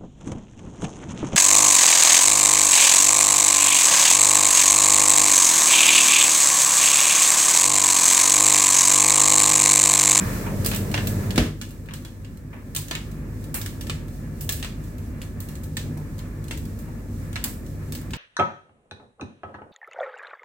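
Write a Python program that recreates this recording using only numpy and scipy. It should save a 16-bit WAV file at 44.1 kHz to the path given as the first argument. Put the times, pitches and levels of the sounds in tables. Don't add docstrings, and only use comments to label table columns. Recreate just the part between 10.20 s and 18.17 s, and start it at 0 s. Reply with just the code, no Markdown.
import sys
import numpy as np
from scipy import signal
from scipy.fft import rfft, irfft, next_fast_len
from scipy.io import wavfile
from scipy.ndimage import uniform_filter1d

SR = 44100
rng = np.random.default_rng(int(sys.argv[2]) if len(sys.argv) > 2 else 0)


def transcribe(signal):
    frames = np.atleast_2d(signal).T
    limited = np.clip(frames, -1, 1)
    pcm = np.round(limited * 32767).astype(np.int16)
    wavfile.write(sys.argv[1], SR, pcm)


N = 351477
T = np.arange(N) / SR

# frequency_hz, gain_db
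CABINET_TONE_ABOVE = [(29, -28), (50, -2), (65, -15), (92, 1), (199, -6), (228, -9.5), (358, -14.5),
                      (406, -14), (613, -19), (778, -29), (1000, -27), (1300, -69), (2200, -120)]
CABINET_TONE_FRONT = [(29, -30.5), (50, -4), (70, -2), (102, -2.5), (124, -9), (152, 0), (182, -13.5),
                      (244, -6.5), (285, -12.5), (350, -15), (415, -20.5), (529, -21), (769, -33.5),
                      (900, -31.5), (1170, -65), (1980, -120)]
# pitch_hz, gain_db, ring_s (time to fade by 60 dB)
PANEL_NOTES = [(61.6, 2, 0.23), (87.3, -3, 0.41), (152.3, 0, 0.26), (200.3, 0, 0.18), (238.4, 4, 0.24),
               (301.3, -7.5, 0.34), (325.6, -6, 0.36), (405, -15, 0.32), (443, -12, 0.43), (545, -25, 0.29),
               (623, -8, 0.14), (725, -11, 0.13)]
# peak_s, swell_db
BUNDLE_SWELLS = [(0.35, 1.5), (3.35, 2), (3.7, 2.5), (4.3, 1.5), (5.7, 3.5), (6.43, 2)]
# start_s, level_db, brightness_db, bounce_after_s (0 for none)
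BUTTON_HITS = [(0.4472, -27.5, 8, 0), (0.461, -21.5, 7, 0.00024), (0.5142, -28, -21, 0.021),
               (0.547, -26.5, 7, 0.014), (0.7433, -23.5, -24, 0.034), (0.8719, -22.5, 7.5, 0),
               (1.107, -31, -6, 0), (1.159, -30, -6, 0), (1.4138, -33, -6.5, 0), (1.6873, -40, -34, 0.022),
               (1.737, -35, -2.5, 0), (1.8497, -40.5, -8.5, 0), (2.0473, -47, -15, 0), (2.5495, -29, 6, 0),
               (2.5627, -21, 2.5, 0), (2.7109, -25, -14.5, 0.041), (3.3424, -25, 15.5, 0.00085),
               (3.4144, -30, -1.5, 0.047), (3.6102, -34, 0.5, 0), (3.697, -26, -12, 0),
               (4.2087, -31, 15, 0.0019), (4.2921, -21.5, 1, 0), (4.3226, -25, 11, 0),
               (4.4274, -30, -11.5, 0.0186), (5.017, -38, -3, 0), (5.2037, -35, 12, 0),
               (5.287, -41, 5, 0.067), (5.4348, -39.5, 9, 0.0056), (5.5689, -26.5, -6, 0),
               (5.99, -44.5, -6, 0.0016), (6.3102, -30, -10.5, 0), (6.3746, -41, 4, 0.0022),
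               (6.5892, -40.5, 15, 0), (7.1578, -29, -19.5, 0.0059), (7.2409, -21.5, 10, 0),
               (7.7227, -30.5, 1.5, 0.0283), (7.935, -30, -20.5, 0)]
# pitch_hz, width_hz, gain_db
STEEL_NOTES = [(929, 13, 6), (1027, 29, 2.5), (1138, 38, -2), (1323, 160, -6), (1710, 95, 2),
               (2295, 86, -10), (2530, 88, -4), (2772, 27, 4.5), (2940, 65, -2), (3350, 22, 0),
               (3600, 140, -7), (4130, 86, -2.5), (6850, 24, -15), (7700, 124, -7)]
# frequency_hz, gain_db
CLICK_TONE = [(250, -6), (900, -7), (2000, 2.5), (4000, 3.5), (5700, 1), (8000, 4.5), (10500, -2),
              (14000, 0.5)]
# start_s, boom_gain_db, crack_gain_db
CABINET_KNOCKS = [(.459, -31.5, -29), (.744, -35, -19), (.869, -34, -43), (1.1813, -16.5, -10.5)]
# frequency_hz, gain_db
CRACK_TONE = [(200, 4.5), (500, 4.5), (900, -5), (2000, -2.5), (3300, -4.5), (5000, -10), (9000, -17),
              (15000, -24)]
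# start_s, gain_db, rustle_db
CLOTHES_FLOPS = [(.262, -32.5, -7.5), (2.328, -43, -1), (3.342, -33.5, 2), (5.765, -45.5, -17),
                 (6.675, -47, -15), (7.245, -38, -1)]
# frequency_hz, gain_db
RUSH_TONE = [(550, -2.5), (850, -4.5), (1200, 1), (1450, -1), (1800, 0), (2400, -4), (3000, -17.5),
             (4500, -23)]
HISS_TONE = [(2000, -6.5), (3500, -2.5), (5500, 1), (7700, 2), (10500, -1), (15500, 1)]
# time_s, gain_db
LEVEL_DIP = [(1.2, 0.5), (1.38, -4), (1.6, -3.5), (2.15, -6), (2.5, -3.5), (3.0, -0.5)]
# frequency_hz, side_gain_db
STEREO_WIDTH = [(60, -12), (200, -16.5), (380, -9), (700, -2.5), (1300, -1), (2500, 0)]

SHAFT_HZ, MAINS_HZ, TOP_HZ = 45.8, 50, 16000
LEAVE_S, ARRIVE_S = 1.25, 1.32


def drum_rumble(falls_per_s=14, fall_db=1, fall_fade_s=0.15, panel_db=-8, swell_s=0.084):
    falls = (rng.random(N) < falls_per_s / SR) * rng.random(N)
    push = signal.fftconvolve(falls, fade(T[:SR // 2], fall_fade_s))[:N]
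    push = uniform_filter1d(push, size=200)
    shake = noise(N) + undb(fall_db) * colour(noise(N) * push, [(250, -1.5), (500, -16.0)])
    panels = [(hz, np.log(1000) / np.pi / ring_s, 0) for hz, _, ring_s in PANEL_NOTES[2:]]
    shake += undb(panel_db) * resonate(shake, panels)
    shake = signal.sosfilt(signal.butter(8, 52, "high", fs=SR, output="sos"), shake)
    above = unit(colour(shake, CABINET_TONE_ABOVE))
    front = unit(colour(shake, CABINET_TONE_FRONT))
    rumble = (1 - in_front()) * above + in_front() * front
    swell_db = sum(db * np.exp(-((T - peak_s) / swell_s) ** 2) for peak_s, db in BUNDLE_SWELLS)
    return rumble * undb(heard_db(above_db=-27.6, front_db=-33.1) + swell_db)


def motor_hum(waver_db=1.5):
    low_db = heard_db(above_db=-37.5, front_db=-39.5)
    buzz_db = heard_db(above_db=-36, front_db=-49.5)
    hum = np.zeros(N)
    for hz, db in [(SHAFT_HZ, low_db), (2 * MAINS_HZ, low_db), (4 * MAINS_HZ, buzz_db)]:
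        strength = np.sqrt(2) * undb(db + waver_db * wander(4.1))
        hum += strength * np.sin(2 * np.pi * hz * T + 0.27 * wander(3.2))
    return hum


def button_contacts(dull_db=-7, graze_lead_s=0.028, graze_db=-13, bounce_db=-2, strays_per_s=2.2):
    hits = [hit[:3] for hit in BUTTON_HITS]
    grazes = [(s - graze_lead_s, db + graze_db, -1) for s, db, bright_db in hits if bright_db < dull_db]
    bounces = [(s + after_s, db + bounce_db, bright_db)
               for s, db, bright_db, after_s in BUTTON_HITS if after_s > 0]
    stray_times = T[(rng.random(N) < strays_per_s / SR) & (T > LEVEL_DIP[0][0])]
    strays = [(s, -48.5 + 1.5 * rng.standard_normal(), 5) for s in stray_times]
    return hits + grazes + bounces + strays


def button_clicks(tick_s=0.0017, chatter_s=0.025, skitter_s=0.28, room_s=0.39, zip_bright_db=11):
    out, t = np.zeros((2, N)), T[:SR // 3]
    spot_hz = np.geomspace(700, TOP_HZ, num=170)
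    for start_s, level_db, bright_db in button_contacts():
        tail_db = -8 + 1.6 * max(bright_db - zip_bright_db, 0)
        grit = undb(2.1 * unit(uniform_filter1d(rng.standard_normal(len(t)), size=80)))
        skitter = undb(tail_db - 2.5) * grit * fade(t, skitter_s)
        strike = noise(len(t)) * (undb(3) * fade(t, tick_s) + fade(t, chatter_s) + skitter)
        spot_tone = np.column_stack([spot_hz, 9 * rng.uniform(-0.82, 1, len(spot_hz))])
        steel = colour(strike + undb(1.5) * resonate(strike, STEEL_NOTES), spot_tone)
        room = noise(len(t)) * undb(tail_db) * fade(t, room_s)
        hardness = [(900, -0.27 * bright_db), (2600, 0), (7000, 0.53 * bright_db), (12000, bright_db)]
        click = colour(steel + room, CLICK_TONE, hardness)
        first_8_ms = click[:, :SR // 125]
        add(out, start_s, click * undb(level_db) / np.std(first_8_ms))
    return out


def cabinet_knocks(boom_rise_s=0.0024, crack_rise_s=0.0087, crack_s=0.031, tail_s=0.35, lead_s=0.004):
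    out, t = np.zeros((2, N)), T[:SR]
    for start_s, boom_db, crack_db in CABINET_KNOCKS:
        boom = sum(undb(db) * fade(t, ring_s) * np.sin(2 * np.pi * hz * t)
                   for hz, db, ring_s in PANEL_NOTES)
        boom *= 1 - fade(t, boom_rise_s)
        add(out, start_s, -undb(boom_db) * boom[None])
        crack = unit(colour(noise(len(t)), CRACK_TONE))
        crack *= (1 - fade(t, crack_rise_s)) * (fade(t, crack_s) + undb(-10) * fade(t, tail_s))
        add(out, start_s - lead_s, undb(crack_db) * crack)
    return out


def clothes_flops(rise_s=0.012, fade_s=0.33):
    out, t = np.zeros((2, N)), T[:SR // 2]
    for start_s, gain_db, rustle_db in CLOTHES_FLOPS:
        tone = [(300, -8), (900, 1), (1400, rustle_db), (2500, rustle_db - 0.5), (4500, rustle_db - 26)]
        cloth = unit(colour(noise(len(t)), tone))
        add(out, start_s, undb(gain_db) * cloth * (1 - fade(t, rise_s)) * fade(t, fade_s))
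    return out


def rushing_air(steel_db=-1, surge_db=6, surge_s=0.36):
    rush, hiss = (x + undb(steel_db) * resonate(x, STEEL_NOTES) for x in (noise(N), noise(N)))
    rush_db = heard_db(above_db=-43, front_db=-52) + 1.4 * wander(12)
    hiss_db = heard_db(above_db=-44.5, front_db=-54.6) + 1.5 * wander(11)
    rush = unit(colour(rush, RUSH_TONE)) * undb(rush_db)
    hiss = unit(colour(hiss, HISS_TONE)) * undb(hiss_db)
    opening_surge = undb(surge_db * np.maximum(1 - T / surge_s, 0))
    return (rush + hiss) * opening_surge


def in_front():
    return np.interp(T, [LEAVE_S, ARRIVE_S], [0, 1])


def heard_db(above_db, front_db):
    dip_db = np.interp(T, *np.transpose(LEVEL_DIP))
    return above_db + (front_db - above_db) * in_front() + dip_db


def undb(db):
    return 10 ** (np.asarray(db) / 20)


def unit(x):
    return x / np.sqrt(np.mean(x ** 2))


def gains(tone, n):
    hz, db = np.transpose(tone)
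    return undb(np.interp(np.log(np.fft.rfftfreq(n, 1 / SR) + 1), np.log(hz), db))


def colour(x, *tones):
    n = next_fast_len(x.shape[-1] + 1024, real=True)
    cepstrum = irfft(sum(np.log(gains(tone, n)) for tone in tones), n)
    cepstrum[1:n // 2] *= 2
    cepstrum[n // 2 + 1:] = 0
    return irfft(rfft(x, n) * np.exp(rfft(cepstrum)), n)[..., :x.shape[-1]]


def noise(n):
    size = next_fast_len(n, real=True)
    mid, side = rfft(rng.standard_normal((2, size)))
    width = gains(STEREO_WIDTH, size)
    left_right = np.array([mid + width * side, mid - width * side]) / np.sqrt(1 + width ** 2)
    return irfft(left_right, size)[:, :n]


def wander(turns_per_s):
    step = int(SR / turns_per_s)
    stairs = np.repeat(rng.standard_normal(N // step + 1), step)
    return unit(uniform_filter1d(stairs, step)[:N])


def fade(t, fade_s):
    return np.exp(-np.log(1000) * t / fade_s)


def resonate(x, notes):
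    return sum(undb(db) * signal.lfilter(*signal.iirpeak(hz, hz / width_hz, SR), x)
               for hz, width_hz, db in notes)


def add(out, start_s, x):
    i = int(start_s * SR)
    out[:, i:i + x.shape[1]] += x[:, :N - i]


def scene():
    steady = drum_rumble() + motor_hum() + rushing_air()
    return steady + clothes_flops() + cabinet_knocks() + button_clicks()


def record(dry):
    left = colour(dry[0], [(2500, 0.022), (8000, 0.26), (13000, -1.1)])
    right = colour(dry[1], [(2500, 0), (8000, 2.0), (13000, 3.0)])
    stereo = signal.sosfilt(signal.butter(8, 40, "high", fs=SR, output="sos"), [left, right])
    return signal.sosfilt(signal.ellip(10, .2, 80, TOP_HZ, fs=SR, output="sos"), stereo)


dry = scene()
out = record(dry)
transcribe(out)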